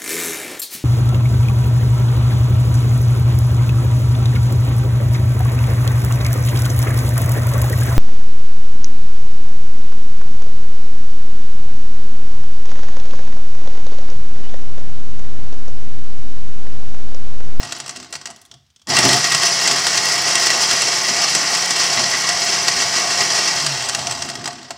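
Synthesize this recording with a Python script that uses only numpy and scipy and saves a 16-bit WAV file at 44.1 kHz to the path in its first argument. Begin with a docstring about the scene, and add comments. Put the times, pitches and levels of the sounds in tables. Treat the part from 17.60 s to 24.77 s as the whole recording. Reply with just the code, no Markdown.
"""Ice swirls and clicks in a thick fruit drink as a countertop blender coasts to rest; a few drops fall.
It starts again with heavy gulps and cracks, runs flat out, then winds down.
The blades churn the liquid and grind ice against the ringing jar; the motor hums and whines below.
One microphone position, near the jar, on a worktop close to a tiled kitchen wall."""
import sys
import numpy as np
from scipy import signal
from scipy.fft import rfft, irfft, next_fast_len
from scipy.io import wavfile
from scipy.ndimage import map_coordinates

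SR = 44100
rng = np.random.default_rng(int(sys.argv[2]) if len(sys.argv) > 2 else 0)


def file_out(sig):
    """Save sig as 16-bit WAV at sys.argv[1]."""
    # one column per channel
    cols = np.atleast_2d(sig).T
    # limit, then scale
    lim = np.clip(cols, -1, 1)
    pcm = np.round(lim * 32767).astype(np.int16)
    wavfile.write(sys.argv[1], SR, pcm)


N = 316197
TIME = np.arange(N) / SR
EARLIER_OFF_S, ON_S, OFF_S = -.76, 1.27, 5.9  # the switch; the scene opens mid-coast
RUN_S = np.clip(TIME, ON_S, OFF_S) - ON_S  # time spent under power
FULL_SPEED, FRICTION = 180, 35  # turns per s; at the second, liquid drag equals dry friction


def from_db(db):
    """Decibels to gain."""
    return 10 ** (np.asarray(db) / 20)


def rms_one(x):
    """Scale to unit power."""
    return x / np.sqrt(np.mean(x ** 2) + 1e-20)


def drift(per_s):
    """Smooth random wander of unit power."""
    knots = rng.standard_normal(8192)
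    return rms_one(map_coordinates(knots, [TIME * per_s], order=2, mode="wrap"))


def swell(at_s, length_s):
    """A smooth rise and fall of height 1, length_s wide at half height."""
    out, near = np.zeros(N), np.abs(TIME - at_s) < length_s
    out[near] = np.cos(np.pi / 2 * (TIME[near] - at_s) / length_s) ** 2
    return out


def lag(x, time_s):
    """Trail behind x with the given time constant."""
    keep = np.exp(-1 / (time_s * SR))
    return signal.lfilter([1 - keep], [1, -keep], x)


def grit(per_s, spread_db):
    """Random tiny impacts, mostly weak, a few strong; about unit power at any rate."""
    sizes = rms_one(from_db(spread_db * np.minimum(rng.exponential(1, N), 4)) * rng.choice([-1, 1], N))
    chance = np.clip(per_s / SR, 1 / N, 1)
    return sizes * (rng.random(N) < chance) / np.sqrt(chance)


def burst(start_s, decay_s, rise_s=.0002, size=4096):
    """One contact: noise that builds up and dies away quickly."""
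    out, at, t = np.zeros(N + size), round(start_s * SR), np.arange(size) / SR
    shape = (1 - np.exp(-t / rise_s)) * np.exp(-t / decay_s)
    out[at:at + size] = rng.standard_normal(size) * shape
    return out[:N]


def lift(modes, hz):
    """Gain in dB of a set of resonances."""
    return sum(db / (1 + (2 * (hz - centre) / width) ** 2) for centre, width, db in modes)


def body(x, spectrum, modes=(), size=8192):
    """Minimum-phase filter of unit energy: a broad spectrum with resonances on top."""
    hz = np.maximum(np.fft.rfftfreq(size, 1 / SR), 1)
    points_hz, points_db = np.transpose(spectrum)
    gain_db = np.interp(np.log(hz), np.log(points_hz), points_db) + lift(modes, hz)
    cepstrum = irfft(np.log(from_db(gain_db)))
    response = irfft(np.exp(rfft(2 * cepstrum[:size // 2], size)))
    return signal.oaconvolve(x, response / np.linalg.norm(response))[:N]


def coast(off_s, drag_s=.95):
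    """Drag and friction slow the shaft from full speed until it stands."""
    elapsed_s = np.maximum(TIME - off_s, 0)
    return np.maximum((FULL_SPEED + FRICTION) * np.exp(-elapsed_s / drag_s) - FRICTION, 0)


def shaft(spin_up_s=.19):
    """Turns per second: coasting, running up, braked briefly after each knock, coasting again."""
    sag = 13 * sum(from_db(db) * swell(s + .06, length_s=.15) for s, db in WALL_KNOCKS)
    loaded = 178.8 + .5 * RUN_S - sag  # gains a little as the drink thins
    driven = loaded * (1 - np.exp(-RUN_S / spin_up_s)) * (1 + .004 * drift(8))
    return np.where(TIME < ON_S, coast(EARLIER_OFF_S), driven * coast(OFF_S) / FULL_SPEED)


def stirring(speed):
    """Stirring in turns per second: full under power, then slowing with the blades, settling last."""
    driven = np.where((TIME >= ON_S) & (TIME < OFF_S), FULL_SPEED, speed)
    return np.maximum(driven, lag(np.minimum(driven, FRICTION / 2), time_s=.081)) + 1e-6


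def follow(stir, full_db, labour_db, thinning_db_per_s, knee_hz, halving_db):
    """Gain as the blades bite, labour until a vortex opens, run on, then slow below the knee."""
    bite_s, labour_s, relief_s = .053, .21, .14
    bite = np.where(TIME < ON_S, 1, np.minimum(RUN_S / bite_s, 1))
    labour = (TIME >= ON_S) * np.clip(1 - (RUN_S - labour_s) / relief_s, 0, 1)
    slowing_db = halving_db * np.log2(np.minimum(stir / knee_hz, 1))
    return bite * from_db(full_db + labour_db * labour - thinning_db_per_s * RUN_S + slowing_db)


# Resonances of the filled jar on its base: centre_hz, width_hz, lift_db
JAR_MODES = [(144, 21, 14), (244, 20, 0), (342, 88, 6), (704, 47, 8.5), (881, 42, 6.5), (1086, 61, 7),
             (1198, 184, 7.5), (1514, 220, 6.5), (1893, 133, 7.5), (2100, 360, 2), (2520, 31, 2),
             (2750, 69, 6.5), (3026, 94, 3), (3240, 165, 5.5), (3890, 57, 5.5), (4326, 310, 6),
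             (4650, 48, 4), (4940, 180, 6), (5330, 280, 4.5), (5700, 77, 4.5), (5863, 220, 6.5),
             (6145, 247, 9.5), (6710, 120, 8.5), (6890, 260, 5), (7290, 340, 7.5), (7920, 390, 8),
             (8830, 190, 6), (10100, 160, 7)]
# Bands the jar mostly radiates poorly: centre_hz, width_hz, lift_db
JAR_HOLLOWS = [(466, 23, -3), (985, 100, 0), (1934, 72, 2), (2380, 62, -7.5), (3700, 150, -0.5),
               (6530, 330, -3), (7700, 250, -3)]
def jar(x, spectrum):
    """Sound leaves through the jar wall and takes on its peaks and hollows."""
    return body(x, spectrum, list(JAR_MODES) + list(JAR_HOLLOWS))


# Paths of a shock round the jar: delay_s, feedback_share (capped below)
SHOCK_PATHS = [(.00047, 0.55), (.00083, 0.94), (.00137, .35), (.0029, 0.66)]
def wall_smear(x):
    """Shocks run round the jar wall and smear over a few milliseconds, keeping their colour."""
    size = next_fast_len(N + 8192)
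    spectrum, hz = rfft(x, size), np.fft.rfftfreq(size, 1 / SR)
    for delay_s, share in SHOCK_PATHS:
        lap, feedback = np.exp(-2j * np.pi * hz * delay_s), min(share, .8)
        spectrum = spectrum * (lap - feedback) / (1 - feedback * lap)
    return irfft(spectrum, size)[:N]


# Colour of ice on the jar: frequency_hz, level_db
ICE_SPECTRUM = [(40, -24), (70, -15), (130, -8), (300, -8), (600, 0.5), (1300, -3.5), (2400, 2.5),
                (3700, 1), (5300, 5), (6600, -3.5), (8500, -1.5), (9600, -19), (12000, -19), (15500, -24)]
# The swirl dulls as it slows and brightens as it settles: turns_per_s, treble_db
TREBLE_BY_STIR = [(1, 0), (5, -6), (14, -20), (40, -10), (65, 0), (160, -2)]
def swirl(speed, stir, take_over_s=.26):
    """With the power off, ice crumbs patter on the jar, more sparsely as it slows."""
    coasting = np.where(TIME < ON_S, 1, np.clip((TIME - OFF_S) / take_over_s, 0, 1))
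    strength = np.sqrt(coasting) * from_db(-19.5 + 7.5 * np.log2(stir / FULL_SPEED))
    patter = from_db(-2.5) * rng.standard_normal(N) + from_db(-4) * grit(25 * speed + 600, spread_db=3)
    # each turn flings a handful of its own size, which dies away before the next
    turns = np.cumsum(speed) / SR
    handful = from_db(3.36 * np.clip(rng.standard_normal(2048), -2, 1.7))[turns.astype(int)]
    passes = from_db(-5) + from_db(4.5) * handful * np.exp(-4.5 * (turns % 1)) * np.clip(speed / 40, 0, 1)
    sound = jar(patter * passes * strength, ICE_SPECTRUM)
    dull = signal.sosfilt(signal.butter(1, 4500, fs=SR, output="sos"), sound)
    return dull + (sound - dull) * from_db(np.interp(stir, *np.transpose(TREBLE_BY_STIR)))


# Larger pieces striking: start_s, crack_db, snap_db
ICE_STRIKES = [(.0306, -13.5, -50), (0.05, -19, -40), (0.1215, -8, -32), (.164, -22, -44),
               (0.2006, -13.5, -35), (.2607, -19, -42), (.2791, -19, -38), (.2927, -12, -40),
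               (.308, -22, -44), (0.3602, -18.5, -42), (0.3692, -21, -44), (.4, -20.5, -49),
               (.427, -22, -55), (.4444, -26, -55), (0.5258, -13.5, -34.5), (.5372, -15, -45),
               (.5526, -12.5, -44), (.561, -24, -43), (0.613, -23, -58), (0.6561, -13, -42),
               (0.671, -20, -44), (0.702, -26, -44), (.709, -31, -43), (1.2707, -19, -48), (1.367, 2, -26),
               (1.3872, 2, -19.5), (1.4506, 0, -27), (1.4895, 0, -25), (1.5314, 0, -28),
               (1.5404, -2.5, -33), (1.642, -3.5, -30), (1.7187, -1, -29), (1.7466, 0.5, -29),
               (1.8322, -1.5, -27), (2.075, 0, -23), (2.112, -3.5, -27), (2.267, 1, -24),
               (2.3745, -2.5, -34), (2.7531, -1.5, -21), (2.8675, 0, -29), (2.902, -0.5, -30.5),
               (3.1107, -1, -25.5), (3.2183, -1.5, -25), (3.7494, 0, -21), (3.9488, -6.5, -27),
               (4.106, -3.5, -25.5), (4.6893, -1.5, -32), (5.0817, 1.5, -35.5), (5.605, -3.5, -34.5),
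               (6.0, -7, -43), (6.0637, -3.5, -24.5), (6.2225, -10.5, -38.5), (6.287, -8.5, -29),
               (6.2945, -7, -32), (6.3477, -4.5, -28), (6.391, -12, -37.5), (6.4692, -7.5, -32),
               (6.51, -7, -29), (6.5224, -11.5, -37), (6.5493, -14, -44), (6.6214, -8, -36),
               (6.6883, -14, -41), (6.699, -13, -35), (6.7532, -14, -43.5), (6.841, -15, -50),
               (6.8563, -9.5, -36), (6.8751, -9, -38.5), (6.9292, -24.5, -49), (7.029, -25, -63),
               (7.1057, -13, -60)]
# Colour of brittle ice snapping: frequency_hz, level_db
SNAP_SPECTRUM = [(300, -51), (3000, -10), (8000, 12), (10500, -1), (12500, -16), (15500, -25)]
def ice(crack_decay_s=.0057, snap_decay_s=.0036, rise_s=.00059):
    """Ice cracks against blade and jar; brittle pieces add a short bright snap."""
    cracks = sum(from_db(db) * burst(s, crack_decay_s, rise_s) for s, db, _ in ICE_STRIKES)
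    snaps = sum(from_db(db) * burst(s, snap_decay_s, rise_s) for s, _, db in ICE_STRIKES)
    return from_db(-5.5) * jar(cracks, ICE_SPECTRUM) + from_db(12.5) * body(snaps, SNAP_SPECTRUM)


# Air pockets collapsing: peak_s, thud_db, gurgle_db, slop_db, length_s
AIR_POCKETS = [(0.032, -45, -47, -39, .07), (0.703, -52, -49, -38, 0.037), (0.934, -50, -58, -55, 0.054),
               (1.318, -31, -27, -26.5, 0.06), (1.388, -39, -26, -25, 0.05),
               (1.457, -24, -19, -18.5, 0.048), (1.537, -33, -24, -20.5, 0.083),
               (2.107, -44, -32, -26.5, .06), (2.668, -49, -38, -23.5, 0.024),
               (2.974, -45, -38.5, -25.5, .03), (3.127, -41, -38, -42, 0.038),
               (3.501, -44, -27, -43, 0.032), (3.77, -42.5, -31.5, -35, 0.055),
               (4.4, -40.5, -29.5, -29, 0.055), (5.61, -53, -35, -24.5, 0.047),
               (6.457, -37, -42, -31, 0.22), (6.818, -41.5, -34, -40, 0.08), (6.881, -46, -40, -27.5, .025),
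               (7.111, -44, -52, -27, 0.016)]
# Colours of big pockets, smaller ones and the vortex hollow: frequency_hz, level_db
THUD_SPECTRUM = [(30, -34), (50, -25), (75, -8), (105, 1), (140, 2), (175, -12.5), (300, -23), (2000, -73)]
GURGLE_SPECTRUM = [(100, -24), (190, -4), (240, 2.5), (295, -4.5), (355, -1), (480, -18.5), (2000, -58),
                   (8000, -89)]
SLOP_SPECTRUM = [(200, -33), (540, -14), (650, -4.5), (700, 3), (780, -6), (880, -4), (990, -11),
                 (1200, -7), (1500, -20), (8000, -65)]
def gulps(stir):
    """Air collapses in the thick liquid: big pockets thud, smaller ones gurgle, the vortex slops."""
    voices = [(THUD_SPECTRUM, follow(stir, -47.5, 10, -.5, knee_hz=64, halving_db=7)),
              (GURGLE_SPECTRUM, follow(stir, -45.5, 19, -.52, knee_hz=34, halving_db=8)),
              (SLOP_SPECTRUM, follow(stir, -33, 8.5, -.37, knee_hz=104, halving_db=8.5))]
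    out = 0
    for column, (spectrum, gain) in enumerate(voices, start=1):
        pockets = from_db(-2) * rng.standard_normal(N) + from_db(-6.5) * grit(400, spread_db=1.5)
        collapses = sum(from_db(row[column]) * swell(row[0], row[-1]) for row in AIR_POCKETS)
        bubbling = gain * from_db(2 * drift(18))
        out += body(pockets * np.hypot(collapses, bubbling), spectrum)
    return from_db(-1.5) * out


# Drops and bubbles in the settling jar: start_s, tick_db, fizz_db
FALLING_DROPS = [(.7614, -31, -44), (.815, -36, -39), (.851, -36, -44), (.8604, -43, -48),
                 (0.9136, -25.5, -60), (.94, -30, -54), (1.064, -48, -75), (1.1019, -44, -75),
                 (1.161, -35.5, -62), (1.1952, -42, -74), (1.2166, -37, -58)]
# Colours of a drip and of bursting froth: frequency_hz, level_db
DRIP_SPECTRUM = [(100, -11), (1000, -5), (2400, -7.5), (4500, 2), (8000, -2), (11000, -27), (15500, -22)]
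FROTH_SPECTRUM = [(1000, -35), (5000, -10), (8300, 0.5), (10500, -1), (12000, -8.5), (13500, -9),
                  (15500, -13)]
# Air space above the drink: centre_hz, width_hz, lift_db
HEADSPACE_MODES = [(1550, 230, 3), (3320, 720, 14), (5900, 1200, 7.5), (8800, 480, 10)]
def drops():
    """Drops tick brightly in the jar's air space; bursting bubbles add a fizz."""
    ticks = sum(from_db(db) * burst(s, decay_s=.0055) for s, db, _ in FALLING_DROPS)
    fizz = sum(from_db(db) * burst(s, decay_s=.004) for s, _, db in FALLING_DROPS)
    ringing = body(ticks, DRIP_SPECTRUM, HEADSPACE_MODES)
    return from_db(-6.5) * ringing + from_db(-.5) * body(fizz, FROTH_SPECTRUM)


# Clumps of crushed ice drawn through the blades: peak_s, lift_db, length_s
ICE_CLUMPS = [(1.855, 4, 0.029), (2.074, 2.5, 0.12), (2.538, 2, .03), (2.672, 4.5, 0.026),
              (2.805, 2.5, 0.037), (2.853, 3, 0.063), (3.033, 5, .025), (3.106, 2, 0.061),
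              (3.233, 0, 0.049), (3.603, 2.5, .04), (3.76, 1, .04), (4.11, 2, 0.028), (4.223, 5, 0.042),
              (5.12, 2.5, 0.02), (5.217, 5, 0.019), (5.374, 3.5, 0.03), (5.52, 1.5, .03),
              (5.614, 2.5, 0.061), (5.784, 3, 0.075), (5.879, 2, 0.058)]
# Colour of the churning: frequency_hz, level_db
CHURN_SPECTRUM = [(40, -41), (70, -19), (130, -20.5), (300, -11.5), (600, -4.5), (1300, -9.5), (2400, -3),
                  (3700, -6.5), (5300, 2), (6600, -8), (8500, -10.5), (9600, -18), (12000, -25),
                  (15500, -37)]
def churn(speed, stir):
    """The blades whip up turbulence and grind ice, swelling as clumps pass through."""
    surge = rms_one(from_db(.73 * drift(45) + 2.06 * drift(350)))
    clumps = from_db(sum(db * swell(s, length_s) for s, db, length_s in ICE_CLUMPS))
    grinding = from_db(-3) * rng.standard_normal(N) + from_db(-2.5) * grit(25 * speed + 300, spread_db=3.5)
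    gain = follow(stir, full_db=-17, labour_db=3, thinning_db_per_s=.1549, knee_hz=183, halving_db=25)
    return jar(grinding * surge * clumps * gain, CHURN_SPECTRUM)


# Big lumps hitting the jar wall: peak_s, level_db
WALL_KNOCKS = [(1.385, -14), (1.497, -21), (1.649, -18), (1.725, -15.5), (2.06, -13.5), (2.276, -23),
               (2.377, -21), (2.669, -21), (2.759, -19), (2.903, -15), (3.113, -17), (3.439, -23),
               (3.605, -22), (3.837, -19.5), (4.21, -19.5), (4.25, -20.5), (4.373, -18.5), (4.54, -16.5),
               (4.647, -18), (4.697, -16.5), (5.086, -27), (5.224, -23.5), (5.612, -17), (6.06, -22)]
# Colour of a soft thump: frequency_hz, level_db
THUMP_SPECTRUM = [(40, -19), (100, -4), (600, -4), (2500, 2), (5000, -2.5), (15000, -63)]
# Wall modes the lumps set ringing: centre_hz, width_hz, lift_db
WALL_MODES = [(1150, 200, 11), (1905, 150, 15), (2030, 150, 10), (2740, 140, 6)]
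def lumps(stir):
    """Soft lumps thump the jar wall: single knocks over a running patter."""
    knocks = sum(from_db(db) * swell(s, length_s=.024) for s, db in WALL_KNOCKS)
    patter = follow(stir, full_db=-25, labour_db=7.5, thinning_db_per_s=1.1, knee_hz=142, halving_db=27)
    impacts = grit(420, spread_db=3) * np.hypot(knocks, patter)
    return from_db(-3.5) * body(impacts, THUMP_SPECTRUM, WALL_MODES)


def spray(speed, stir, mist_db=-17):
    """Droplets and froth fizz over a fine mist, more of them the faster the blades turn."""
    droplets = grit(2 * speed + 130, spread_db=6) ** 2
    splashes = np.sqrt(lag(droplets, time_s=.0014))
    gain = follow(stir, full_db=-35.5, labour_db=4, thinning_db_per_s=1.3, knee_hz=175, halving_db=9.5)
    fizz = rng.standard_normal(N) * np.hypot(splashes, from_db(mist_db)) * gain
    return from_db(-.5) * body(fizz, FROTH_SPECTRUM)


# Hum, brush whine, bearing whine, thin top whistle: shaft_multiple, level_db, flutter_db
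MOTOR_TONES = [(1, -47.7, 0.7), (12, -41.5, 2.2), (12.58, -37.5, 1.8), (83.9, -61.5, 3)]
# The base shakes as a tone passes its resonance: centre_hz, width_hz, lift_db
BASE_MODE = [(139, 36, 22)]
def motor(speed):
    """Unbalance hums at the shaft rate; the whines come up only near full speed."""
    turns = np.cumsum(speed * (1 + .001 * drift(35))) / SR
    out = 0
    for multiple, db, flutter_db in MOTOR_TONES:
        growth = (speed / FULL_SPEED) ** (2.4 if multiple < 2 else 10)
        gain = from_db(db + flutter_db * drift(15) + lift(BASE_MODE, multiple * speed))
        out += np.sqrt(2) * gain * growth * np.sin(2 * np.pi * multiple * turns)
    return out


# Colour of the quiet kitchen: frequency_hz, level_db
ROOM_SPECTRUM = [(30, -29), (80, 10), (130, -9), (200, -5), (400, -22), (1500, -20), (5000, -17),
                 (9000, -31), (15000, -34)]
def kitchen(x, wet_db=-11.5, t60_low_s=.5, t60_high_s=.1, split_hz=5000):
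    """Tiles and worktop reflect into the microphone, treble dying first, over faint room tone."""
    t = np.arange(20000) / SR
    noise = rng.standard_normal(len(t))
    low = signal.sosfilt(signal.butter(1, split_hz, fs=SR, output="sos"), noise)
    tail = low * from_db(-60 * t / t60_low_s) + (noise - low) * from_db(-60 * t / t60_high_s)
    tail *= t > .002  # the near wall answers after 2 ms
    wet = from_db(wet_db)
    reflections = wet * signal.oaconvolve(x, tail / np.linalg.norm(tail))[:N]
    room_tone = from_db(-62.5) * body(rng.standard_normal(N), ROOM_SPECTRUM)
    return (x + reflections) / np.sqrt(1 + wet ** 2) + room_tone


def scene():
    """The blender in its kitchen from one point, the same on both channels."""
    speed = shaft()
    stir = stirring(speed)
    mixture = wall_smear(swirl(speed, stir) + churn(speed, stir) + lumps(stir))
    mixture += ice() + gulps(stir) + drops() + spray(speed, stir)
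    sound = kitchen(mixture) + motor(speed)
    return np.array([sound, sound])


def record(dry):
    """The microphone chain rounds the highest peaks and cuts the deep bass and the top."""
    rounded = .94 * dry / (1 + dry ** 4) ** (1 / 4)
    thinned = signal.sosfilt(signal.butter(4, 54, "high", fs=SR, output="sos"), rounded)
    return signal.sosfilt(signal.ellip(12, .1, 80, 15900, fs=SR, output="sos"), thinned)


dry = scene()
out = record(dry)
file_out(out)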